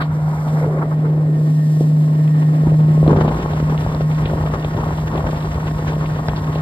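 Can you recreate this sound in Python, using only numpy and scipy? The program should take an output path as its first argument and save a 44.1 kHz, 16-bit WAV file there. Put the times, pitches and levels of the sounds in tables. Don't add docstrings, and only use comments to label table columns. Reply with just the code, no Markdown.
import sys
import numpy as np
from scipy import signal
from scipy.fft import rfft, irfft, next_fast_len
from scipy.io import wavfile
from scipy.ndimage import map_coordinates

SR = 44100
rng = np.random.default_rng(int(sys.argv[2]) if len(sys.argv) > 2 else 0)


def output_pcm(signal):
    pcm = np.clip(np.atleast_2d(signal).T, -1, 1) * 32767
    wavfile.write(sys.argv[1], SR, np.round(pcm).astype(np.int16))


N = 291501
TIME = np.arange(N) / SR
FFT_SIZE = next_fast_len(N + SR // 4, real=True)
HZ = np.maximum(np.arange(FFT_SIZE // 2 + 1) * SR / FFT_SIZE, 1)


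def from_db(db):
    return 10 ** (np.asarray(db) / 20)


def unit_level(x):
    return x / np.sqrt(np.mean(x ** 2) + 1e-20)


def over_time(rows):
    times, *columns = np.transpose(rows)
    return [np.interp(TIME, times, column) for column in columns]


def over_pitch(rows):
    hz, value = np.transpose(rows)
    return np.interp(np.log(HZ), np.log(hz), value)


def drift(per_s):
    knots, coarse = rng.standard_normal(N // 16), TIME[::16]
    wobble = map_coordinates(knots, [coarse * per_s], order=2, mode="wrap")
    return np.interp(TIME, coarse, unit_level(wobble))


def white():
    return rng.standard_normal((2, N))


def clicks(per_s, spread_db):
    hits = rng.random((2, N)) < per_s / SR
    size = rng.exponential(1, (2, N))[hits]
    sign = np.sign(rng.random((2, N))[hits] - .5)
    out = np.zeros((2, N))
    out[hits] = sign * from_db(spread_db * np.minimum(size, 3))
    return unit_level(out)


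def tone_filter(tone):
    cepstrum = irfft(np.log(from_db(over_pitch(tone))), FFT_SIZE)
    cepstrum[1:FFT_SIZE // 2] *= 2
    cepstrum[FFT_SIZE // 2 + 1:] = 0
    return np.exp(rfft(cepstrum))


def add(track, start_s, sound, peak_db):
    start = int(start_s * SR)
    track[..., start:start + sound.shape[-1]] += (
        from_db(peak_db) * sound[..., :N - start] / np.abs(sound).max())


# pitch_hz, share_0_to_1
PORT_LIKENESS = [(200, 0.99), (400, 0.96), (700, 0.91), (1100, 1), (1500, 0.08), (2000, 0.1), (2600, 0.7),
                 (4000, 0.6), (5000, 1), (6300, 0.96), (8000, 1)]

def at_ports(pair, tone, lag_above_hz, lag_s=.000243):
    common, apart = rfft(pair, FFT_SIZE) * tone_filter(tone)
    alike = np.clip(over_pitch(PORT_LIKENESS), 0, 1)
    mid, side = np.sqrt(1 + alike) * common, np.sqrt(1 - alike) * apart
    highs = 1 / (1 + (lag_above_hz / HZ) ** 8)
    delay = np.exp(-2j * np.pi * HZ * lag_s * highs)
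    return unit_level(irfft([mid + side, (mid - side) * delay], FFT_SIZE)[:, :N])


# time_s, firings_per_s
FIRING_RATE = [(0, 153.1), (2.3, 152.9), (2.7, 153.9), (3.8, 153.2), (4.9, 154.0), (6.61, 153.8)]
# time_s, level_db
DRONE_LEVELS = [(0, -21), (.08, -19), (.28, -15), (.38, -20.5), (.55, -15), (.85, -20), (.95, -15.5),
                (1.6, -13), (3.08, -11.5), (3.42, -23), (3.69, -15.5), (3.94, -21.5), (4.04, -15.5),
                (4.2, -17), (4.27, -22), (5.75, -22), (6.06, -18.5), (6.16, -23.5), (6.61, -19.5)]
# time_s, level_db
WHINE_LEVELS = [(.5, -68), (.8, -48), (1.1, -59.5), (1.35, -53.5), (1.55, -57), (1.72, -51.5),
                (1.95, -60.5), (2.33, -49.5), (2.7, -54.5), (3.4, -52), (4.0, -55), (4.25, -50.5),
                (5.7, -53.5), (6.61, -51)]
# cycles_per_crank_turn, side_db, behind_db
ENGINE_TONES = [(3, -47.5, -63), (4, -40.5, -46.5), (5, -48.5, -62.5), (6, -50.5, -56.5), (8, -52, -51.5),
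                (9, -60.5, -47.5), (12, -62.5, -46), (14, -56.5, -46.5), (17, -68, -57)]
# cycles_per_crank_turn, level_db
BETWEEN_TONES = [(3.445, -36), (6.47, -47.5), (8.51, -49.5)]

def engine(flutter_db=0.64, wind_flutter_db=0.65, waver_radians=0.72, drone_trim_db=-0.28):
    firing_hz, = over_time(FIRING_RATE)
    drone_db, = over_time(DRONE_LEVELS)
    whine_db, = over_time(WHINE_LEVELS)
    crank_angle = np.pi * np.cumsum(firing_hz) / SR
    facing_away = np.clip((1.0 - TIME) / 0.18, 0, 1)
    facing_back = np.clip((TIME - 2.6) / 0.41, 0, 1)
    wobble_db = flutter_db * drift(60) + facing_back * wind_flutter_db * drift(20)
    drone = from_db(drone_db + drone_trim_db + wobble_db) * np.sin(2 * crank_angle)
    rattle = .9 * drift(45) + .6 * drift(260)
    tones = from_db(whine_db + 2.5 * drift(30)) * np.sin(24 * crank_angle + rattle)
    for cycles, side_db, behind_db in ENGINE_TONES:
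        gain = from_db(side_db + facing_back * (behind_db - side_db) + 2.1 * drift(18))
        tones += gain * np.sin(cycles * crank_angle + waver_radians * drift(25))
    for cycles, level_db in BETWEEN_TONES:
        gain = from_db(level_db - 7 * facing_back + 1.7 * drift(12))
        tones += gain * np.sin(cycles * crank_angle + waver_radians * drift(25))
    return np.sqrt(2) * (drone + from_db(-9 * facing_away) * tones)


# time_s, level_db, treble_change_db
WASH_LEVELS = [(0, -38.5, 6.5), (.5, -30.5, -8.5), (1.0, -32.5, 0), (1.55, -33.5, -1.5), (1.9, -29, -4.5),
               (2.3, -33, 3.5), (2.9, -24.5, -2.5), (3.4, -31, 0.5), (6.61, -37.5, 5)]
# pitch_hz, relative_db
WASH_TONE = [(50, -27.5), (110, 4), (200, 2), (300, -1), (420, -5.5), (600, -7), (800, -11.5), (1100, -15),
             (1500, -22.5), (1900, -21), (2400, -26.5), (5000, -41.5), (12000, -65.5)]

def wash(churn_db=2.5, treble_hz=750):
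    level_db, treble_db = over_time(WASH_LEVELS)
    bubbles = white() + .6 * clicks(per_s=2500, spread_db=3)
    rush = at_ports(bubbles, WASH_TONE, lag_above_hz=710)
    lows = signal.sosfiltfilt(signal.butter(2, treble_hz, fs=SR, output="sos"), rush)
    highs = from_db(treble_db) * (rush - lows)
    return from_db(level_db + churn_db * drift(70)) * (lows + highs)


# loudest_s, pitch_hz, level_db, half_length_s
SWISHES = [(0.008, 995, -15.5, 0.015), (0.387, 820, -30.5, 0.3), (0.579, 797, -26, 0.022),
           (0.631, 724, -23.5, 0.026), (0.768, 578, -25, 0.07), (0.79, 900, -26, 0.0094),
           (0.826, 900, -22.5, 0.009), (0.924, 773, -26, 0.0095), (1.06, 950, -30.5, 0.014),
           (1.172, 525, -32, 0.13), (1.368, 327, -31.5, 0.1), (2.676, 758, -26, 0.012)]

def swish_curves(sink_octaves_per_s=0.28):
    power, octave_sum = 0, 0
    for loudest_s, pitch_hz, level_db, half_length_s in SWISHES:
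        offset_s = TIME - loudest_s
        swish_power = from_db(level_db) ** 2 / (1 + (offset_s / half_length_s) ** 2 / 2) ** 3
        sinking_hz = np.maximum(pitch_hz * 2 ** (-sink_octaves_per_s * offset_s), 280)
        power += swish_power
        octave_sum += swish_power * np.log2(sinking_hz)
    return 2 ** (octave_sum / power), 10 * np.log10(power)


# pitch_hz, relative_db
RASP_TONE = [(600, -10), (1400, 3), (2200, 1.5), (2700, -17), (6000, -28.5)]

def swish(width_octaves=0.57, patchy_db=3.0, rasp_db=-13, rasp_db_per_octave=9):
    centre_hz, level_db = swish_curves()
    ringing, power = 0, 0
    for hz in np.geomspace(230, 2300, 14):
        band = signal.butter(1, [hz * .92, hz * 1.08], "band", fs=SR, output="sos")
        gain = np.exp(-.5 * (np.log2(hz / centre_hz) / width_octaves) ** 2)
        gain += from_db(-23) * centre_hz / hz
        patches = from_db(patchy_db * drift(35.1))
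        ring = signal.sosfilt(band, clicks(per_s=900, spread_db=3.7) + 1e-18)
        ringing += gain * patches * unit_level(ring)
        power += gain ** 2
    # pitch_hz, relative_db
    body_tone = [(100, -27.0), (250, 5.5), (1400, -1), (2200, -8), (2800, -21), (6000, -36)]
    body = at_ports(ringing / np.sqrt(power), body_tone, lag_above_hz=1260)
    spurts = (white() + clicks(per_s=1200, spread_db=2)) * from_db(3 * drift(90))
    rasp_gain = from_db(rasp_db + rasp_db_per_octave * np.log2(centre_hz / centre_hz.max()))
    rasp = rasp_gain * at_ports(spurts, RASP_TONE, lag_above_hz=1250)
    return from_db(level_db) * (body + rasp)


# time_s, relative_db
SPRAY_LEVELS = [(0.05, -62.5), (0.54, -54.5), (0.69, -61), (1.31, -62.5), (1.47, -56.5), (1.83, -53.5),
                (1.9, -57.5), (5.69, -56.5), (6.5, -57)]
# pitch_hz, relative_db
SPRAY_TONE = [(600, -18), (2000, 0.5), (3200, 2.5), (5000, 2), (6500, 2.5), (9000, -1), (12500, -2.5),
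              (15500, -4)]

def spray(flicker_db=1.08, boost_db=7.5):
    level_db, = over_time(SPRAY_LEVELS)
    drops = (white() + 0.44 * clicks(per_s=2500, spread_db=6.1)) * from_db(flicker_db * drift(37))
    return from_db(level_db + boost_db) * at_ports(drops, SPRAY_TONE, lag_above_hz=1200)


# time_s, flow_change_db, half_length_s
GUSTS_AND_LULLS = [(3.765, 2.5, 0.068), (3.95, 5.5, .07), (4.066, -20, 0.027), (4.159, -21, 0.015),
                   (4.315, 7, 0.16), (4.545, 5, 0.033), (4.785, 12, 0.02), (4.86, 7.5, 0.033),
                   (5.163, 10, 0.067), (5.265, 8.5, 0.028), (5.727, -11, 0.035), (5.974, 4, 0.61),
                   (6.3, 3, 0.028), (6.586, 3, 0.034)]

def airflow(turn_s=2.99, turn_length_s=0.1, peak_db=14.5, settle_s=0.68, wander_db=0.5):
    exposed = np.clip((TIME - turn_s) / turn_length_s, 0, 1)
    blast_db = peak_db * np.clip(1 - (TIME - turn_s - turn_length_s) / settle_s, 0, 1)
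    gusts_db = sum(change_db * np.exp(-((TIME - time_s) / half_length_s) ** 2)
                   for time_s, change_db, half_length_s in GUSTS_AND_LULLS)
    return exposed, blast_db + gusts_db + wander_db * drift(25)


# time_s, relative_db
SHELTERED_LEVELS = [(0, -26), (.9, -32.5), (1.55, -40), (2.15, -35.5), (2.45, -44), (3.0, -28)]
# pitch_hz, relative_db
RUMBLE_TONE = [(12, -35.5), (25, -10.5), (40, 5), (58, 12.5), (100, 11), (160, 7), (260, -3.5),
               (600, -63.5)]

def rumble(exposed, flow_db, lumpy_db=2.1, steady_db=-26, shelter_cut_hz=72):
    sheltered_db, = over_time(SHELTERED_LEVELS)
    swirls = rng.standard_normal(N) * from_db(lumpy_db * drift(30))
    pressure = unit_level(irfft(rfft(swirls, FFT_SIZE) * tone_filter(RUMBLE_TONE), FFT_SIZE)[:N])
    bass_cut = signal.butter(2, shelter_cut_hz, "high", fs=SR, output="sos")
    sheltered = from_db(sheltered_db) * signal.sosfilt(bass_cut, pressure)
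    in_the_open = from_db(steady_db + 0.3 * flow_db) * pressure
    return (1 - exposed) * sheltered + exposed * in_the_open


# start_s, relative_peak_db, decay_s, pitch_hz
BRIGHT_BURSTS = [(.006, -26, 0.016, 3660), (.479, -36, 0.009, 3600), (2.276, -32, .003, 2580),
                 (3.077, -25, 0.0019, 3370), (3.277, -28, 0.0034, 3180), (3.533, -30, 0.0028, 3400),
                 (3.777, -22, 0.0016, 3000), (3.817, -31, .002, 3000), (3.947, -27.5, 0.0014, 4400),
                 (4.113, -28, 0.0025, 2900), (4.255, -21, 0.005, 2950), (4.462, -27.5, 0.0024, 3040),
                 (4.625, -31, 0.0033, 2900), (4.644, -25.5, 0.0044, 2940), (5.156, -31, 0.0035, 2900),
                 (5.176, -27, 0.0031, 2900), (5.668, -28, 0.0093, 3070), (6.057, -25, 0.0027, 2800),
                 (6.285, -15, .0008, 1720), (6.284, -23, .0008, 4400), (6.291, -25, 0.0046, 2900),
                 (6.361, -30, .008, 4000), (6.55, -29, 0.0089, 3400)]
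# pitch_hz, relative_db
BURST_TONE = [(500, -12.5), (1500, 15), (3000, 0), (4400, -1.5), (5600, -9.5), (8000, -19)]

def bright_bursts(width_octaves=0.35, trim_db=-0.5):
    out, age = np.zeros((2, N)), TIME[:SR // 10]
    ticks = at_ports(white() + .6 * clicks(per_s=1800, spread_db=3), BURST_TONE, lag_above_hz=1250)
    for start_s, peak_db, decay_s, pitch_hz in BRIGHT_BURSTS:
        edges_hz = [pitch_hz / 2 ** width_octaves, pitch_hz * 2 ** width_octaves]
        band = signal.butter(2, edges_hz, "band", fs=SR, output="sos")
        piece = np.roll(ticks, -int(start_s * SR), axis=1)[:, :len(age)]
        burst = piece * np.sqrt(age) * np.exp(-age / decay_s)
        add(out, start_s, signal.sosfilt(band, burst), peak_db + trim_db)
    return out


# start_s, end_s, start_pitch_hz, start_level_db
AIR_POCKETS = [(.605, 0.848, 514.5, -26.5), (1.026, 1.273, 470, -32.5)]

def air_pockets(flicker_per_s=110, sink_octaves_per_s=2.8, fade_db_per_s=19.5, ramp_s=0.01):
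    out = np.zeros(N)
    for start_s, end_s, pitch_hz, level_db in AIR_POCKETS:
        age = np.clip(TIME - start_s, 0, end_s - start_s)
        phase = 2 * np.pi * np.cumsum(pitch_hz * 2 ** (-sink_octaves_per_s * age)) / SR
        ring = unit_level(drift(flicker_per_s) * np.sin(phase) + drift(flicker_per_s) * np.cos(phase))
        on_off = np.clip(np.minimum(age, end_s - TIME) / ramp_s, 0, 1)
        out += from_db(level_db - fade_db_per_s * age) * on_off * ring
    return out


# start_s, peak_db
WAVE_KNOCKS = [(1.808, -8), (1.8136, -17)]
# pitch_hz, relative_db, ring_s (time to fade by 60 dB)
PANEL_NOTES = [(301, 6.5, 0.019), (422, 2, 0.022), (640, -10, 0.025)]

def hull_knock(contact_s=0.0022, soft_hz=800):
    out, age = np.zeros(N), TIME[:SR // 10]
    ring = sum(from_db(level_db - 60 * age / ring_s) * np.sin(2 * np.pi * pitch_hz * age)
               for pitch_hz, level_db, ring_s in PANEL_NOTES)
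    soft_start = 1 - np.exp(-age / contact_s)
    thud = signal.sosfilt(signal.butter(4, soft_hz, fs=SR, output="sos"), ring * soft_start)
    for start_s, peak_db in WAVE_KNOCKS:
        add(out, start_s, -thud, peak_db)
    return out


# start_s, pop_db, pop_pitch_hz, relative_thump_db
WIND_SLAPS = [(2.634, -13.5, 520, -23), (2.669, -4.5, 295, -14), (2.719, -12.5, 606, -22),
              (2.976, -14, 522, -22), (3.028, -9, 606, -15.5), (3.064, -11.5, 720, -21),
              (3.077, -1.5, 420, -18), (3.09, -6, 431, -26), (3.116, -7.5, 441, -29),
              (3.13, -5.5, 650, -25), (3.161, -8.5, 764, -16.5), (3.17, -6.5, 417, -24),
              (3.186, -7.5, 600, -24), (3.211, -16, 950, -33), (3.248, -10, 680, -28),
              (3.28, -7.5, 905, -23), (3.321, -12, 1000, -30), (3.392, -15, 480, -24),
              (3.534, -15.5, 900, -30), (3.6, -14.5, 650, -26), (3.625, -16.5, 503, -16.5),
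              (3.863, -12, 850, -18), (4.007, -13, 660, -20), (4.258, -15, 550, -27),
              (4.314, -14, 650, -28), (4.334, -11, 676, -25), (4.358, -15.5, 650, -32),
              (4.381, -15.5, 700, -38), (4.438, -14.5, 825, -38), (4.501, -19.5, 945, -42),
              (4.55, -21, 700, -36), (4.647, -12.5, 800, -30), (4.746, -18, 850, -21),
              (4.763, -18, 620, -24), (4.787, -14, 890, -26), (4.907, -14, 1100, -39),
              (4.985, -17, 1020, -40), (5.154, -13, 600, -32), (5.179, -16, 800, -34),
              (5.242, -15, 900, -19), (5.267, -15, 720, -32), (5.299, -16, 550, -34),
              (5.331, -14.5, 804, -26), (5.584, -15.5, 850, -37), (5.668, -18, 764, -45),
              (5.921, -17.5, 850, -34), (5.965, -16, 650, -30), (6.2845, -10, 870, -16),
              (6.334, -14.5, 1080, -24), (6.557, -12, 690, -24)]
# pitch_hz, relative_db
CRACKLE_TONE = [(500, -25), (1500, 10), (2300, 2), (3300, -3), (5000, -11.5), (6500, -8.5), (9000, -39)]

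def wind_slaps(exposed, swell_cycles=1.2, sag=0.27, crack_s=0.0021, thump_boost_db=5, crack_db=-28.5):
    out, age = np.zeros((2, N)), TIME[:SR // 20]
    thump = irfft(tone_filter(RUMBLE_TONE), FFT_SIZE)[:len(age)]
    crackle = irfft(tone_filter(CRACKLE_TONE), FFT_SIZE)[None, :len(age)]
    bursts = rng.standard_normal((len(WIND_SLAPS), 2, len(age))) * np.sqrt(age) * np.exp(-age / crack_s)
    for (start_s, pop_db, pitch_hz, thump_db), burst in zip(WIND_SLAPS, bursts):
        shelter_db = -8 * (1 - exposed[int(start_s * SR)])
        cycles = np.log1p(sag * pitch_hz * age) / sag
        progress = (pitch_hz * age / swell_cycles) ** 2
        pop = np.sin(2 * np.pi * cycles) * progress * np.exp(-progress)
        add(out, start_s, -pop, pop_db)
        add(out, start_s, -thump, thump_db + thump_boost_db)
        add(out, start_s, signal.fftconvolve(burst, crackle), pop_db + crack_db + shelter_db)
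    return out


# pitch_hz, relative_db
FLAP_TONE = [(40, -6.5), (120, -7.5), (230, 3), (400, 4.5), (700, 1), (1100, -0.5), (1500, -10),
             (2100, -24), (3500, -50), (8000, -71.5)]
# pitch_hz, relative_db
ROAR_TONE = [(50, -48), (130, 1.5), (220, 0.5), (380, -1), (550, -8), (1000, -22), (3000, -60)]

def slipstream(exposed, flow_db, clump_db=3.0, flap_db=-32.5, crackle_db=-43.0, roar_db=-45.5):
    clumps = drift(110)
    pops = (clicks(per_s=330, spread_db=0.7) + 0.45 * white()) * from_db(clump_db * clumps)
    fizz = (white() + .5 * clicks(per_s=1500, spread_db=3)) * from_db(1.2 * clumps + 3.2 * drift(70))
    flapping = from_db(0.59 * flow_db + flap_db) * at_ports(pops, FLAP_TONE, lag_above_hz=1200)
    crackle = from_db(0.24 * flow_db + crackle_db) * at_ports(fizz, CRACKLE_TONE, lag_above_hz=1210)
    roar = from_db(2 * flow_db + roar_db) * at_ports(white(), ROAR_TONE, lag_above_hz=1280)
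    return exposed ** 2 * (flapping + crackle + roar)


# pitch_hz, left_minus_right_db
WIND_BALANCE = [(220, 0), (380, -0.5), (650, 3), (1150, 3.5), (2100, -4.5), (3800, 1)]

def wind():
    exposed, flow_db = airflow()
    lows = rumble(exposed, flow_db)
    flurry = slipstream(exposed, flow_db) + wind_slaps(exposed)
    balance = from_db(over_pitch(WIND_BALANCE) * np.array([[.5], [-.5]]))
    return lows + irfft(rfft(flurry, FFT_SIZE) * balance, FFT_SIZE)[:, :N]


def spatter(level_db=-52, decay_s=0.0054):
    exposed, _ = airflow()
    landings = np.abs(clicks(per_s=30, spread_db=2)[0])
    bursts = unit_level(signal.lfilter([1], [1, -np.exp(-1 / (decay_s * SR))], landings + 1e-18))
    # pitch_hz, relative_db
    drop_tone = [(1200, -6), (2500, -0.5), (3600, -0.5), (5000, -12.0), (7000, -29)]
    return exposed * from_db(level_db) * bursts * at_ports(white(), drop_tone, lag_above_hz=1250)


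def scene():
    return (engine() + wash() + swish() + air_pockets() + spray() + bright_bursts() + spatter()
            + hull_knock() + wind())


# time_s, pitch_hz
MONO_BELOW = [(0, 960), (.6, 850), (1.1, 556), (1.7, 269), (3.0, 273), (3.6, 446), (5.4, 310), (6.61, 423)]
# pitch_hz, boost_db
STEREO_BOOST = [(300, 6.5), (600, 4.5), (1200, 6.5), (2000, 1), (3200, 3.5), (4600, 6.5), (6500, -1)]

def record(dry, peak_limit=.95, cutoff_hz=14900):
    mid, side = dry.mean(axis=0), (dry[0] - dry[1]) / 2
    hz, times, frames = signal.stft(side, SR, nperseg=1024)
    edge_hz = np.interp(times, *np.transpose(MONO_BELOW))
    above_edge = 1 - 1 / (1 + (hz[:, None] / edge_hz) ** 10)
    width = from_db(np.interp(hz, HZ, over_pitch(STEREO_BOOST)))[:, None]
    side = signal.istft(frames * above_edge * width, SR)[1][:N]
    wide = np.array([mid + side, mid - side])
    rounded = wide / (1 + (wide / peak_limit) ** 8) ** (1 / 8)
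    return signal.sosfilt(signal.ellip(10, .1, 80, cutoff_hz, fs=SR, output="sos"), rounded)


dry = scene()
out = record(dry)
output_pcm(out)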